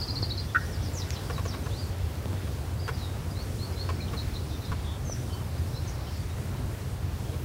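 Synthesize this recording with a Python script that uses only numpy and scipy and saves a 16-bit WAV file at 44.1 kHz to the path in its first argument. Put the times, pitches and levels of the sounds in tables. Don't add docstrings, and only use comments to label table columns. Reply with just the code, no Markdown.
import sys
import numpy as np
from scipy import signal
from scipy.fft import rfft, irfft
from scipy.io import wavfile
from scipy.ndimage import uniform_filter1d

SR = 44100
rng = np.random.default_rng(int(sys.argv[2]) if len(sys.argv) > 2 else 0)


def nominal_scale(level):
    x = np.asarray(level, float) / 20
    return 10 ** x


def wrap_up_sound(samples):
    columns = np.atleast_2d(samples).T
    tamed = np.clip(columns, -1, 1)
    steps = np.round(tamed * 32767).astype(np.int16)
    wavfile.write(sys.argv[1], SR, steps)


N = 328104
HZ = np.fft.rfftfreq(N, 1 / SR)
TIME_S = np.arange(N) / SR

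# [f/Hz, width/Hz, level/dB]
RUMBLE_DRONES = [(47.6, 22.6, -10), (74.4, 19.8, -4), (90.4, 9.9, 0), (127.5, 28.8, -8)]
# [t/s, level/dB]
RUMBLE_SURGES = [(.06, -5), (.14, 1), (.24, 3.5), (.54, -4), (.82, 6), (1.12, 1.5), (1.2, -6), (1.43, 5),
                 (1.57, -4.5), (1.73, 3), (1.88, 2), (2.05, 8.5), (2.14, -5.5), (2.34, 5.5), (2.42, -3.5),
                 (2.48, 4), (2.77, 5), (3.9, 6.5), (4.27, 2.5), (4.64, -9), (4.72, 7.5), (4.9, 3.5),
                 (4.95, -3.5), (5.01, 1.5), (5.62, 6), (5.8, 3.5), (6.06, -3), (6.65, 3.5), (6.79, -6),
                 (7.07, 5)]
RUMBLE_DB, SURGE_S = -33, 0.031
# [f/Hz, density/dB per Hz]
AIR_SPECTRUM = [(82, -48), (140, -2), (400, -7.5), (801, -14.5), (3400, -26.5), (3920, -27), (8830, -30.5),
                (16000, -34.5)]
# [t/s, level/dB]
BREEZE_SWELL = [(0, 0), (.6, -.5), (1.35, 1.5), (1.72, 0.5), (2.0, -0.5), (2.3, -0.5), (3.4, -0.5),
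                (4.0, 0), (4.4, -0.5), (5.08, -1), (5.45, -0.5), (5.93, -1), (6.4, -0.5), (6.8, -1),
                (7.1, -1.5), (7.44, 0)]
AIR_DB, BREEZE_TREBLE_SHARE = -41, 0.3

# [t/s, length/s, f/Hz, peak/dB]
PEEP_NOTES = [(0, 0.01, 4880, -35), (.485, 0.043, 3470, -54), (1.017, 0.016, 3930, -40.5),
              (1.16, 0.024, 4050, -51), (1.362, 0.029, 3890, -49), (1.525, 0.027, 3900, -50),
              (1.635, .025, 6110, -53), (1.86, .06, 4700, -58), (2.37, .14, 3640, -62),
              (2.976, .06, 4950, -59), (3.063, 0.11, 3730, -59), (3.31, 0.026, 4900, -54),
              (3.723, 0.027, 4920, -53), (3.843, .04, 4400, -61), (4.18, 0.022, 4950, -55),
              (4.67, .03, 3950, -51), (5.155, .08, 5900, -58), (5.294, 0.12, 3080, -55.5),
              (5.329, 0.025, 4500, -50), (5.577, .02, 4910, -52), (5.753, 0.023, 5350, -53),
              (5.89, .04, 6600, -57), (6.04, .025, 3970, -58), (6.072, 0.027, 3080, -55),
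              (6.1, .08, 4900, -63), (6.19, .03, 4650, -58), (6.29, 0.049, 3760, -58),
              (7.254, 0.12, 3290, -59.5)]
# [t/s, level/dB, bottom f/Hz, end f/Hz, end level/dB re note]
TRILL_NOTES = [
    (.005, -36, 4300, 4980, 3.5),
    (0.075, -37.5, 4080, 4920, 3),
    (.147, -36, 4085, 4580, 0.5),
    (0.219, -34.5, 4100, 4780, -5),
    (0.292, -37.5, 3820, 4430, 3.5),
    (.368, -38, 4040, 4840, 1),
]
TRILL_TOP_HZ, DIVE_S, HOOK_S = 5900, 0.017, 0.0213
# [t/s, level/dB]
CHORUS_LEVEL = [(0.0, -55), (0.18, -54), (0.7, -53.5), (1.24, -53.5), (1.8, -56.5), (2.03, -62),
                (2.84, -60.5), (2.98, -54), (3.13, -62.5), (3.77, -55), (4.81, -57.5), (4.95, -61.5),
                (5.88, -54), (6.15, -53), (6.38, -64), (6.84, -67), (7.44, -64)]
# [t/s, peak/dB]
SEEP_NOTES = [(.42, -63), (.63, -63), (.84, -64), (1.57, -60), (2.43, -67), (2.57, -63), (3.4, -63),
              (3.63, -66), (4.14, -64), (4.43, -64), (4.82, -64), (5.59, -64), (6.43, -66), (6.58, -65),
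              (6.89, -64)]
SEEP_HZ, SEEP_S = 8850, 0.06
# [t/s, length/s, start f/Hz, end f/Hz, peak/dB]
DIVE_NOTES = [(0.588, 0.059, 6240, 4600, -50), (.64, .04, 6160, 5800, -52), (0.697, .075, 6380, 4180, -49),
              (.825, .065, 6300, 4300, -45), (0.932, 0.088, 7600, 4500, -39.5),
              (1.083, .09, 7690, 3870, -45.5), (1.155, 0.024, 3900, 2900, -45.5),
              (1.293, .08, 6150, 3830, -49), (1.44, .095, 7400, 4050, -44.5),
              (1.516, .028, 4200, 3010, -46), (4.074, 0.021, 3540, 3030, -46),
              (4.795, 0.18, 3680, 3300, -49.5), (5.113, 0.032, 5970, 5360, -42),
              (5.867, 0.037, 6600, 5500, -45)]
# [t/s, length/s, start f/Hz, end f/Hz, peak/dB]
SLUR_NOTES = [(1.706, 0.11, 3230, 5020, -44), (1.777, .07, 5080, 4280, -46), (2.79, .018, 4250, 5050, -46),
              (2.804, 0.071, 5130, 4550, -48), (2.926, 0.03, 4800, 4900, -46),
              (2.973, .09, 4490, 3660, -45.5), (3.353, 0.073, 3840, 4550, -44),
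              (3.588, 0.068, 4030, 4400, -41), (3.76, 0.076, 3960, 4404, -39.5),
              (4.645, 0.014, 3860, 5350, -44), (5.049, .085, 6430, 5900, -40.5),
              (5.73, 0.053, 3780, 4130, -45.5), (3.416, .015, 4800, 6600, -50),
              (3.99, 0.022, 2130, 2460, -45)]
SLUR_EASE = 1.2
# [t/s, length/s, centre f/Hz, peak/dB]
WARBLE_NOTES = [
    (4.003, 0.045, 4060, -44.5),
    (4.166, 0.053, 4080, -41),
    (4.334, 0.051, 3990, -44),
    (4.494, 0.075, 3730, -49.5),
    (4.616, 0.056, 3850, -48),
]
WARBLE_SWING_HZ, WARBLE_TURN_S = 230, 0.031
# (peak at share of length, start/dB re peak, end/dB re peak)
DIVE_SWELL, SLUR_SWELL = (0.57, -13.5, -9.5), (1, -12, -19)
WARBLE_SWELL, PEEP_SWELL = (0.59, -6, -12), (0.29, 2.5, -4.5)
DIVE_BUZZ, SLUR_BUZZ, WARBLE_BUZZ, PEEP_BUZZ = 0.75, 0.2, 0.3, 0.3
TREES_T60_S, TREES_GAP_S = 0.25, 0.00302

# [t/s,
# peak/dB, f/Hz, width/Hz]
TICK_EVENTS = [(0.228, -23, 300, 400), (0.551, -35, 2500, 600), (.556, -35, 3300, 1400),
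               (.561, -34, 2500, 600), (.566, -38, 2400, 500), (.572, -39, 2600, 600),
               (1.1052, -28, 2300, 900), (1.106, -19, 5300, 2980), (1.3008, -36, 960, 400),
               (1.985, -31, 9000, 9000), (2.155, -34, 5000, 4000), (2.257, -28, 400, 500),
               (2.2572, -31, 3500, 3000), (2.26, -27, 140, 90), (2.331, -35, 1500, 1800),
               (2.333, -26, 140, 100), (5.079, -36, 380, 200), (5.097, -27.5, 570, 300),
               (5.098, -35, 1090, 400), (6.384, -36, 1300, 1000)]

# [t/s, level/dB]
VOICE_POPS = [
    (0.5468, -18.5),
    (0.55, -27),
    (0.5533, -23),
    (.5582, -13),
    (0.567, -27),
    (0.572, -31),
    (.581, -36),
    (0.59, -35),
]
# [f/Hz, level/dB, t60/s]
THROAT_RINGS = [(1270, -32, .09), (1360, 2, 0.062), (1405, -1, 0.08), (1480, 1.5, 0.076), (1665, -8, .09),
                (1800, -12, 0.12), (1870, -1.5, 0.081)]
CLUCK_SHUT_S = 0.598
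# [f/Hz, width/Hz, level/dB]
LEAF_PEAKS = [(1830, 220, 2), (1500, 200, -8)]

# [t/s, level/dB (throat rms 10 dB lower), length/s, chest level/dB, brightness/dB]
PUTT_EVENTS = [(1.299, -28.5, 0.018, 4, -6), (1.38, -29.5, 0.027, -1, -4), (1.453, -32, 0.019, 6, -1),
               (1.54, -32.5, 0.018, 7, -2), (1.659, -33.5, 0.02, 3, -7), (2.472, -38, 0.012, -3, 2),
               (2.879, -24, 0.027, -4, -4.5), (3.89, -25.5, 0.022, 0, -4.5), (4.134, -32, 0.026, 2, -4),
               (4.718, -27.5, 0.02, 0, -5.5), (7.332, -40, 0.02, 7, 5)]
# [f/Hz, width/Hz, level/dB]
THROAT_PEAKS = [(1064, 81, 1.5), (1640, 400, -10.5), (2280, 170, -7), (2620, 800, -12.5),
                (3440, 750, -13.5), (5240, 2200, -22)]
# [f/Hz, width/Hz, level/dB]
CHEST_PEAKS = [(477, 48, -1.5), (700, 37, -4)]

TOP_HZ = 15780


def level(x, db):
    return x * nominal_scale(db) / np.sqrt(np.mean(x ** 2))


def resonate(x, peaks):
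    f = np.fft.rfftfreq(len(x), 1 / SR) + 1e-3
    response = 0
    for k, (hz, width_hz, db) in enumerate(peaks):
        detune = f / width_hz - hz * hz / (f * width_hz)
        response = response + (-1) ** k * nominal_scale(db) / (1 + 1j * detune)
    return irfft(rfft(x) * response, len(x))


def add(out, s, x):
    i = int(s * SR)
    out[i:i + len(x)] += x[:N - i]


def rumble():
    drone = resonate(rng.standard_normal(N), RUMBLE_DRONES)
    drone = resonate(drone, [(82.4, 95, 0)])
    drone /= np.sqrt(uniform_filter1d(drone ** 2, int(0.09 * SR)))
    surge_db = sum(db * np.exp(-((TIME_S - s) / SURGE_S) ** 2) for s, db in RUMBLE_SURGES)
    return drone * nominal_scale(RUMBLE_DB + surge_db)


def walk(rate_hz):
    k = int(SR / rate_hz)
    steps = np.repeat(rng.standard_normal(N // k + 1), k)
    return 1.3 * uniform_filter1d(uniform_filter1d(steps, k), k)[:N]


def air():
    hz, db = np.transpose(AIR_SPECTRUM)
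    spectrum = rfft(rng.standard_normal(N)) * nominal_scale(np.interp(np.log(HZ + 1), np.log(hz), db))
    swell_db = np.interp(TIME_S, *np.transpose(BREEZE_SWELL))
    hiss = 0
    for centre_hz in 125 * 2.0 ** np.arange(8):
        octaves = np.clip(np.log2((HZ + 1) / centre_hz), -1, 1)
        band = irfft(spectrum * np.cos(np.pi / 2 * octaves) ** 2, N)
        share = min(350 / centre_hz, 1)
        breeze_db = (share + (2.5 - share) * BREEZE_TREBLE_SHARE) * swell_db
        flicker_db = (1.07 + 0.56 * share) * walk(11)
        hiss = hiss + band * nominal_scale(breeze_db + flicker_db)
    whine = resonate(rng.standard_normal(N), [(15450, 250, 0)]) * nominal_scale(3 * walk(2.44))
    return level(hiss, AIR_DB) + level(whine, -70)


def trees(x, wet_db, t60_s):
    t = np.arange(SR) / SR
    tail = rng.standard_normal(SR) * 1000.0 ** (-t / t60_s) * (t > TREES_GAP_S)
    tail /= np.sqrt(np.sum(tail ** 2))
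    return x + nominal_scale(wet_db) * signal.fftconvolve(x, tail)[:N]


def whistle(out, rows, buzz=1.0, buzz_hz=333.3, edge_s=0.003):
    s, hz, db = np.transpose(rows)
    t = np.arange(s[0], s[-1], 1 / SR)
    fade = np.clip(np.minimum(t - s[0], s[-1] - t) / edge_s, 0, 1)
    a, b = rng.standard_normal((2, 600))
    place = (t - s[0]) * 2 * buzz_hz * (0.5 + buzz)
    index = np.arange(600)
    smear = np.interp(place, index, a) + 1j * np.interp(place, index, b)
    carrier = np.exp(2j * np.pi * np.cumsum(np.interp(t, s, hz)) / SR)
    tone = carrier * (np.sqrt(1 - buzz) + np.sqrt(0.89 * buzz) * smear)
    add(out, s[0], np.sqrt(2) * nominal_scale(np.interp(t, s, db)) * fade * tone.real)


def note(out, s, length_s, pitch_hz, db, swell, buzz):
    share = np.linspace(0, 1, num=33)
    hz = np.interp(share, np.linspace(0, 1, num=len(pitch_hz)), pitch_hz)
    peak_at, start_db, end_db = swell
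    shape_db = np.interp(share, [0, np.clip(peak_at, 0.05, 0.95), 1], [start_db, 0, end_db])
    whistle(out, np.transpose([s + length_s * share, hz, db + shape_db]), buzz)


def peeps(out):
    for s, length_s, hz, db in PEEP_NOTES:
        note(out, s, length_s, [hz, hz], db, PEEP_SWELL, PEEP_BUZZ)
    for s, db in SEEP_NOTES:
        note(out, s, SEEP_S, [SEEP_HZ, SEEP_HZ], db, PEEP_SWELL, PEEP_BUZZ)


def trill(out):
    for s, db, low_hz, end_hz, end_db in TRILL_NOTES:
        turn = s + DIVE_S
        rows = [(s, TRILL_TOP_HZ, db - 15),
                (s + 0.5 * DIVE_S, 1.17 * low_hz, db),
                (s + 0.776 * DIVE_S, 1.03 * low_hz, db + 0.5),
                (turn, low_hz, db),
                (turn + 0.294 * HOOK_S, 1.04 * low_hz, db),
                (turn + 0.7 * HOOK_S, end_hz, db + end_db),
                (turn + HOOK_S, 0.98 * end_hz, db + end_db - 3)]
        whistle(out, rows, buzz=0.2)


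def chorus():
    far = np.zeros(N)
    for when, pitch, glide in rng.random((900, 3)):
        s, hz = 7.3 * when, 3500 + 2300 * pitch
        whistle(far, [(s, hz, 0), (s + 0.04, hz * (0.8 + 0.4 * glide), 0)])
    s, db = np.transpose(CHORUS_LEVEL)
    return level(trees(far, 10.5, 0.44), 0) * nominal_scale(np.interp(TIME_S, s, db))


def dives(out):
    for s, length_s, start_hz, end_hz, db in DIVE_NOTES:
        note(out, s, length_s, [start_hz, end_hz], db, DIVE_SWELL, DIVE_BUZZ)


def slurs(out):
    glide = (1 - np.linspace(0, 1, num=33)) ** SLUR_EASE
    for s, length_s, start_hz, end_hz, db in SLUR_NOTES:
        note(out, s, length_s, end_hz + (start_hz - end_hz) * glide, db, SLUR_SWELL, SLUR_BUZZ)


def warbles(out):
    for s, length_s, hz, db in WARBLE_NOTES:
        turns = np.linspace(-0.25, length_s / WARBLE_TURN_S - 0.25, num=33)
        swing_hz = WARBLE_SWING_HZ * np.cos(2 * np.pi * turns)
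        note(out, s, length_s, hz + swing_hz, db, WARBLE_SWELL, WARBLE_BUZZ)


def birds():
    near = np.zeros(N)
    for sing in (peeps, trill, dives, slurs, warbles):
        sing(near)
    return trees(near, -5, TREES_T60_S) + chorus()


def ticks():
    out = np.zeros(N)
    impulse = np.arange(2048) == 0
    for s, db, hz, width_hz in TICK_EVENTS:
        peak = [(hz, width_hz, 0)]
        click = resonate(resonate(impulse, peak), peak)
        add(out, s, click * nominal_scale(db) / np.abs(click).max())
    return out


def cluck():
    pops = np.zeros(N)
    for s, db in VOICE_POPS:
        add(pops, s, nominal_scale(db) * np.ones(1))
    t = np.arange(SR // 4) / SR
    rings = 0
    for hz, db, t60_s in THROAT_RINGS:
        decay = 1000.0 ** (-t / (0.71 * t60_s))
        rings = rings + nominal_scale(db) * np.sin(2 * np.pi * hz * t) * decay
    onset = 1 - np.exp(-t / 0.0019)
    voice = signal.fftconvolve(pops, rings * onset)[:N]
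    voice *= np.clip((CLUCK_SHUT_S - TIME_S) / 0.0044, 0, 1)
    beak = [(1490, 830, 0)]
    voice = resonate(resonate(voice, beak), beak)
    echo = trees(voice, -10.5, 0.67) - voice
    return voice + resonate(echo, LEAF_PEAKS)


def putts():
    out, t = np.zeros(N), np.arange(4096) / SR
    for s, db, length_s, chest_db, bright_db in PUTT_EVENTS:
        chance = rng.random((2, len(t)))
        clicks = (chance[0] < 4000 / SR) * (2 * chance[1] - 1)
        clicks[0] = 2.0
        spray = clicks * np.clip((length_s - t) / (0.54 * length_s), 0, 1)
        throat = resonate(spray, THROAT_PEAKS[:2])
        throat = throat + nominal_scale(bright_db) * resonate(spray, THROAT_PEAKS[2:])
        chest = nominal_scale(chest_db) * resonate(spray, CHEST_PEAKS)
        throat_rms = np.sqrt(np.sum(throat ** 2) / (length_s * SR))
        add(out, s, (throat + chest) * nominal_scale(db - 10) / throat_rms)
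    return trees(out, -8, 0.073)


def scene():
    return (rumble() + air() + birds() + ticks() + cluck() + putts())[None]


def roll_off(x):
    return signal.sosfilt(signal.butter(12, 17060, fs=SR, output="sos"), x)


def record(dry):
    mix = irfft(rfft(dry) * (HZ < TOP_HZ), N)
    return roll_off(mix)


dry = scene()
out = record(dry)
wrap_up_sound(out)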